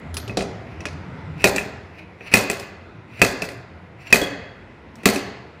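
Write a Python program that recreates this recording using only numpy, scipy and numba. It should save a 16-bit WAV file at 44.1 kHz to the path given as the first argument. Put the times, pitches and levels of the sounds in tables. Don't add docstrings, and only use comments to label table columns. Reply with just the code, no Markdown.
import sys
import numpy as np
from scipy import signal
from scipy.fft import rfft, irfft, next_fast_len
from scipy.io import wavfile
from scipy.ndimage import uniform_filter1d
from numba import njit

SR = 44100
rng = np.random.default_rng(int(sys.argv[2]) if len(sys.argv) > 2 else 0)


def bounce(signal):
    frames = np.transpose(np.atleast_2d(signal))
    limited = np.clip(frames, -1, 1)
    pcm = np.round(limited * 32767).astype(np.int16)
    wavfile.write(sys.argv[1], SR, pcm)


def volts(x):
    e = np.asarray(x, float) / 20
    return 10 ** e


N = 246959

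# [t/s, rod level/dB, panel level/dB, crack level/dB, clink f/Hz]
BLOWS = [
    (1.4424, 3.5, -9, -11, 4470),
    (2.3392, 4.5, -9.5, -8.5, 8220),
    (3.2172, 4.5, -9, -10.5, 4700),
    (4.127, 3.5, -11.5, -9.5, 5500),
    (5.057, -1.5, -8.5, -8, 6940),
]
# [t/s, rod level/dB, panel level/dB, crack level/dB, clink f/Hz]
RATTLES = [(1.562, -14, -17, -15, 7240), (1.583, -5, -41, -22.5, 7700), (1.610, -20, -53.5, -53, 3800),
           (2.209, -24, -33, -55, 5680), (2.500, -7, -15.5, -14, 7450), (2.513, -28, -25.5, -18, 10500),
           (2.597, -51.5, -48.5, -25.5, 5090), (3.421, -11.5, -17.5, -19, 5140),
           (3.452, -37, -38.5, -31, 4930), (3.489, -19.5, -38.5, -28.5, 4430), (4.956, -60, -44, -40, 5560),
           (5.146, -36, -22, -22, 9970), (5.160, -17.5, -27, -20, 5900)]
# [t/s, rod level/dB, panel level/dB, crack level/dB, clink f/Hz]
HOOK_TAP = [
    (4.216, -28, -14.5, -20, 3400),
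]
# [t/s, rod level/dB, panel level/dB, crack level/dB, clink f/Hz]
CLICKS = [
    (.279, -33, -31.5, -38.5, 2820),
    (.296, -16.5, -24, -53, 2040),
    (.372, -16, -10.5, -24.5, 3930),
    (.392, -29, -32, -34.5, 2440),
    (.423, -36, -27, -40, 8500),
    (.806, -23, -33, -45, 5730),
    (.408, -11.5, -20, -34.5, 2940),
    (.855, -8.5, -25, -31, 1400),
]
# [t/s, rod level/dB, panel level/dB, crack level/dB, clink f/Hz]
JINGLES = [
    (.143, -45, -41, -32.5, 11100),
    (.169, -17.5, -28.5, -23, 2700),
]
# [rod level/dB, panel level/dB, crack level/dB, clink f/Hz]
TAUT_TICK = (-27, -29.5, -36, 2598)

# [f/Hz, level/dB, time to fade by 60 dB/s]
ROD_TONES = [(1400, -28.5, 0.041), (1758, -9.5, 0.061), (1963, 5, 0.022), (2274, -10.5, 0.096),
             (2542, 3, 0.093), (3000, -29, 0.0098)]
# [f/Hz, level/dB, time to fade by 60 dB/s]
PANEL_TONES = [(93, -1.5, 0.04), (195.5, -0.5, 0.15), (235.2, -1.5, 0.098), (289.5, 1.5, 0.11),
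               (353.2, -3.5, 0.077), (395.4, 3, 0.15), (464.6, -7, 0.6), (502.3, 8.5, 0.028),
               (562.6, -11.5, 0.6), (675, -0.5, 0.19), (820, -17, 0.28), (971, -17, 0.37),
               (1125, -9.5, 0.067), (1403, -10, 0.13)]
# [f/Hz, level/dB, time to fade by 60 dB/s]
BODY_TONES = [(47.4, -8.5, 0.39), (68, -5, .2), (126.2, 0.5, 0.28)]
# [f/Hz, level/dB, time to fade by 60 dB/s]
WEIGHT_TONES = [(4495, -8, .025), (5680, -8, .02), (7920, -8, .02), (11040, -12, .03), (13660, -28, .35),
                (13760, -33, .35), (14320, -26, .2), (14410, -23, .25)]
# [f/Hz, level/dB, time to fade by 60 dB/s]
HOOK_TONES = [(3300, -5, .4), (3327, 0, .4), (3362, -4, .4), (15200, -20, .06)]
# [f/Hz, level/dB, time to fade by 60 dB/s]
CLAMP_TONES = [(5100, -3, .07), (8600, -14, .12), (9600, -9, .12), (10450, 0, .09), (11150, -3, .1),
               (13900, -15, .1), (15500, -13, .05), (12640, -16, .4), (12700, -21, .4)]
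# [f/Hz, level/dB per Hz]
CRACK_COLOUR = [(200, -41), (700, 0), (1400, -3.5), (2500, -6), (3200, -6), (5000, -5.5), (8000, -6),
                (11000, -11), (14500, -18.5), (16000, -51.5)]
# [f/Hz, level/dB per Hz]
TICK_COLOUR = [(300, -18.5), (1200, -2.5), (2600, -9), (3300, -2), (5500, -1.5), (7500, -8.5),
               (10500, -14.5), (13000, -30), (16000, -27.5)]

# [run-up/s, scrape level at full speed/dB]
THROWS = [
    (0.059, -34.5),
    (.14, -35),
    (.13, -37.5),
    (0.13, -34.5),
    (.08, -39.5),
]
# [middle t/s, half length/s, level/dB]
EASES = [
    (0.708, 0.044, -46.5),
    (1.979, .05, -45),
]
# [f/Hz, level/dB per Hz]
SCRAPE_COLOUR = [(400, -20.5), (1000, -13.5), (1900, -6.5), (2600, 4), (3200, -15.5), (4400, -9.5),
                 (5700, -11), (7000, -22.5), (8900, -22.5), (10000, -24.5), (12700, -26.5), (13400, -32),
                 (14400, -32), (15500, -28)]
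# [f/Hz, width/Hz, level/dB]
SINGING = [(2600, 400, 2), (5700, 600, 0), (7300, 600, -3), (8900, 400, -3), (10500, 600, -6),
           (12650, 400, -8), (14350, 400, -7)]

# [f/Hz, time to fade by 60 dB/s]
HALL_FADE = [(60, 0.52), (200, 0.77), (600, 0.83), (2000, 1), (5000, 0.73), (10000, 0.28), (16000, .22)]
# [delay t/s, level/dB]
WALLS = [
    (0.02, -16.5),
    (.031, 5.5),
    (.047, -9),
]
# [f/Hz, level/dB per Hz]
SHOP_COLOUR = [(15, -51.5), (25, -34), (82, 0), (301, -12.5), (545, -17.5), (659, -16.5), (1230, -22),
               (1370, -20.5), (1790, -25), (2000, -20), (2760, -32), (4030, -39.5), (12900, -64.5),
               (16000, -86)]

SLACK_S = .0225
AIR_HZ = 14700


def strikes(events, bright, colour, crack_s, rod_db, panel_db, ring_db, crack_db, shiver_db, clink_db):
    near, far = np.zeros(N), np.zeros(N)
    t = np.arange(SR // 4) / SR
    fade = np.cos(np.pi / 2 * t / t[-1])
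    snap = shape(1. * (np.arange(len(t)) == 30), colour) * (t < .005)
    snap = snap / np.max(snap)
    for s, rod, panel, top, clink_hz in events:
        noise = shape(rng.standard_normal(len(t)), colour)
        contacts = (rng.random(len(t)) < 400 / SR) * volts(2.5 * rng.standard_normal(len(t)))
        chatter = signal.lfilter([1], [1, -np.exp(-1 / (0.0034 * SR))], contacts)
        chatter = chatter * np.exp(-t / 0.05) * (1 - np.exp(-t / 0.004))
        shiver = volts(-3.5) * low(chatter * noise, AIR_HZ) + volts(4) * clatter(t, colour)
        crack = noise * np.exp(-t / crack_s) + volts(shiver_db) * shiver

        clank = volts(rod + rod_db) * ring(ROD_TONES, t, rise=0.00038, spread=0.033, count=7)
        boom = ring(PANEL_TONES, t, rise=0.0016, spread=0.0609, count=6)
        boom = boom + volts(-21.5) * ring(BODY_TONES, t, rise=0.0069, spread=0.12, count=1)
        boom = volts(panel + panel_db) * boom
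        clink = .5 * ring([(clink_hz, 0, .02)], t, rise=.0002, spread=.02, count=3)
        rings = ring(bright, t, rise=0.00044, spread=0.0016, count=1) + volts(clink_db) * clink
        rings = volts(top + ring_db) * rings

        crack_gain = volts(top + crack_db)
        close = clank + boom + rings + crack_gain * (crack + volts(-8.0) * snap)
        sent = volts(-3.5) * clank * np.exp(-t / .004) + volts(-6.5) * rings + boom
        sent = sent + crack_gain * (0.21 * crack + 9 * snap)
        add(near, s - .0005, fade * close)
        add(far, s - .0005, fade * sent)
    return np.array([near, far])


def ring(modes, t, rise, spread, count):
    hz, db, t60 = np.repeat(np.transpose(modes), count, axis=1)
    level_chance, pitch_chance, phase = rng.standard_normal((3, len(hz)))
    turning = 2j * np.pi * hz * (1 + spread * pitch_chance)
    fading = np.log(1000) / np.clip(t60, .01, .4)
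    sizes = volts(db + level_chance) * np.exp(1j * phase)
    y = spin(np.exp((turning - fading) / SR), sizes, np.zeros(len(hz), np.int64), count=len(t))
    y = (1 - np.exp(-t / rise)) * y
    return y / np.max(np.abs(y))


def clatter(t, colour):
    life_s, clink_s = 0.022, 0.009
    hz, db = np.transpose(colour)
    f = np.repeat(1200 * 11 ** rng.random(12), 14)
    sizes = volts(3 * rng.standard_normal(len(f)) + np.interp(f, hz, db)) + 0j
    poles = np.exp((2j * np.pi * f - 1 / clink_s) / SR)
    clinks = spin(poles, sizes, rng.integers(0, len(t), len(f)), count=len(t))
    return clinks * np.exp(-t / life_s) * (1 - np.exp(-t / .006))


@njit
def spin(poles, sizes, starts, count):
    y = np.zeros(count)
    for k in range(len(poles)):
        z, i = sizes[k], starts[k]
        while i < count and z.real * z.real + z.imag * z.imag > 1e-10:
            y[i] += z.imag
            z, i = z * poles[k], i + 1
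    return y


def slide():
    speedup_db, taut_db = 10, 5.5
    t, thrown = np.arange(N) / SR, np.zeros(N)
    for (end, *_), (run, db) in zip(BLOWS, THROWS):
        taut_s = end - SLACK_S
        speed = np.clip(1 - (taut_s - t) / run, 0, 1)
        edges = np.clip(np.minimum(speed * run / .05, (end - .001 - t) / .002), 0, 1)
        thrown += volts(db - speedup_db * (1 - speed) + taut_db * (t > taut_s)) * edges
    eased = sum(volts(db) / (1 + ((t - mid) / half) ** 4) for mid, half, db in EASES)
    gain = thrown + eased

    rub = rng.standard_normal(N) * volts(2.2 * rng.exponential(size=N) + 3 * walk(60))
    grit = shape(rub, SCRAPE_COLOUR)
    dull = signal.sosfilt(signal.butter(2, 3500, fs=SR, output="sos"), grit)
    sing = sum(volts(db + 4 * walk(40)) * band(rub, hz, width / hz) for hz, width, db in SINGING)
    top = volts(-6.5) * gain * (grit - dull) * volts(1.3 * walk(26))
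    top = top + volts(-17) * thrown * sing / np.std(sing)
    return gain * dull + top * (gain / volts(-31.5)) ** 0.22


def hall(x):
    t = np.arange(int(1.3 * SR)) / SR
    hz, t60 = np.transpose(HALL_FADE)
    noise = rng.standard_normal(len(t))
    tail = np.zeros(len(t))
    for f in 50 * 2 ** np.arange(0, 8.6, .5):
        fade_s = np.interp(np.log(f), np.log(hz), t60)
        tail += band(rng.standard_normal(len(t)), f, 0.35) * 1000 ** (-t / fade_s)
    tail = volts(-37.0) * tail * (1 - np.exp(-t / 0.0072))
    for lag, db in WALLS:
        tail = tail + volts(db - 34) * noise * (t > lag) * np.exp(-np.abs(t - lag) / 0.0031)
    tail = signal.lfilter(*signal.butter(1, 7200, fs=SR), tail)
    return signal.fftconvolve(x, low(tail, AIR_HZ))[:N]


def shop():
    fan_off_s, rundown_s = 1.76, 0.087
    fan = 1 / (1 + np.exp((np.arange(N) / SR - fan_off_s) / rundown_s))
    rumble_db = -49.5 + 8.5 * fan
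    hum_db = -50.5 + 5.5 * fan
    air, out = shape(rng.standard_normal(N), SHOP_COLOUR), 0
    for hz in 30 * 2 ** np.arange(0, 9.1, .5):
        share = np.clip(np.log2(hz / 200), 0, 1)
        db = (1 - share) * (rumble_db + 11.0) + share * (hum_db + 14.0)
        flicker_db = (.6 + (1 - share)) * walk(12)
        out = out + band(air, hz, 0.44) * volts(db + flicker_db)
    return out


def shape(x, table):
    hz, db = np.transpose(table)
    n = next_fast_len(len(x))
    f = np.maximum(np.arange(n // 2 + 1) * SR / n, 1)
    gain = volts(np.interp(np.log(f), np.log(hz), db))
    y = irfft(rfft(x, n) * gain, n)[:len(x)]
    return y / np.sqrt(np.mean(y ** 2))


def band(x, hz, octaves):
    edges = np.clip(hz * 2 ** (np.array([-.5, .5]) * octaves), 10, .48 * SR)
    return signal.sosfilt(signal.butter(2, edges, "band", fs=SR, output="sos"), x)


def low(x, hz):
    return signal.sosfilt(signal.ellip(8, .2, 60, hz, fs=SR, output="sos"), x)


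def walk(rate):
    k = int(SR / rate)
    steps = np.repeat(rng.standard_normal(N // k + 1), k)
    return 1.95 * uniform_filter1d(uniform_filter1d(steps, k), k)[:N]


def add(out, s, x):
    i = int(s * SR)
    out[i:i + len(x)] += x[:N - i]


def scene():
    taut = [(s - SLACK_S, *TAUT_TICK) for s, *_ in BLOWS]
    steel = strikes(BLOWS, WEIGHT_TONES, CRACK_COLOUR, crack_s=0.004, rod_db=0.19, panel_db=6.86,
                    ring_db=2.5, crack_db=1.57, shiver_db=-14.5, clink_db=0.0)
    steel = steel + strikes(RATTLES + taut, WEIGHT_TONES, CRACK_COLOUR, crack_s=0.0056, rod_db=-3.5,
                            panel_db=-0.0042, ring_db=-7.5, crack_db=-7.3, shiver_db=-14.5, clink_db=7.0)
    steel = steel + strikes(CLICKS, CLAMP_TONES[:-2], TICK_COLOUR, crack_s=.008, rod_db=-6.5, panel_db=0.97,
                            ring_db=-12.5, crack_db=1.5, shiver_db=-15.5, clink_db=26.6)
    steel = steel + strikes(JINGLES, CLAMP_TONES, TICK_COLOUR, crack_s=0.0093, rod_db=-8.5, panel_db=-1.7,
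                            ring_db=0.17, crack_db=-2.5, shiver_db=-35.0, clink_db=5.3)
    steel = steel + strikes(HOOK_TAP, HOOK_TONES, CRACK_COLOUR, crack_s=.005, rod_db=-8.5, panel_db=2.0,
                            ring_db=-3.0, crack_db=-6.0, shiver_db=-14.0, clink_db=-3.0)
    near, far = steel + slide()
    return (near + hall(far) + shop())[None]


def top_cut(x):
    return signal.sosfilt(signal.butter(12, 16620, fs=SR, output="sos"), x)


def record(dry):
    x = signal.sosfilt(signal.butter(2, 50, "high", fs=SR, output="sos"), dry)
    x = np.tanh(x ** 3 / 1.8 + x)
    mix = np.clip(low(x, 15900), -1, 1)
    return top_cut(mix)


dry = scene()
out = record(dry)
bounce(out)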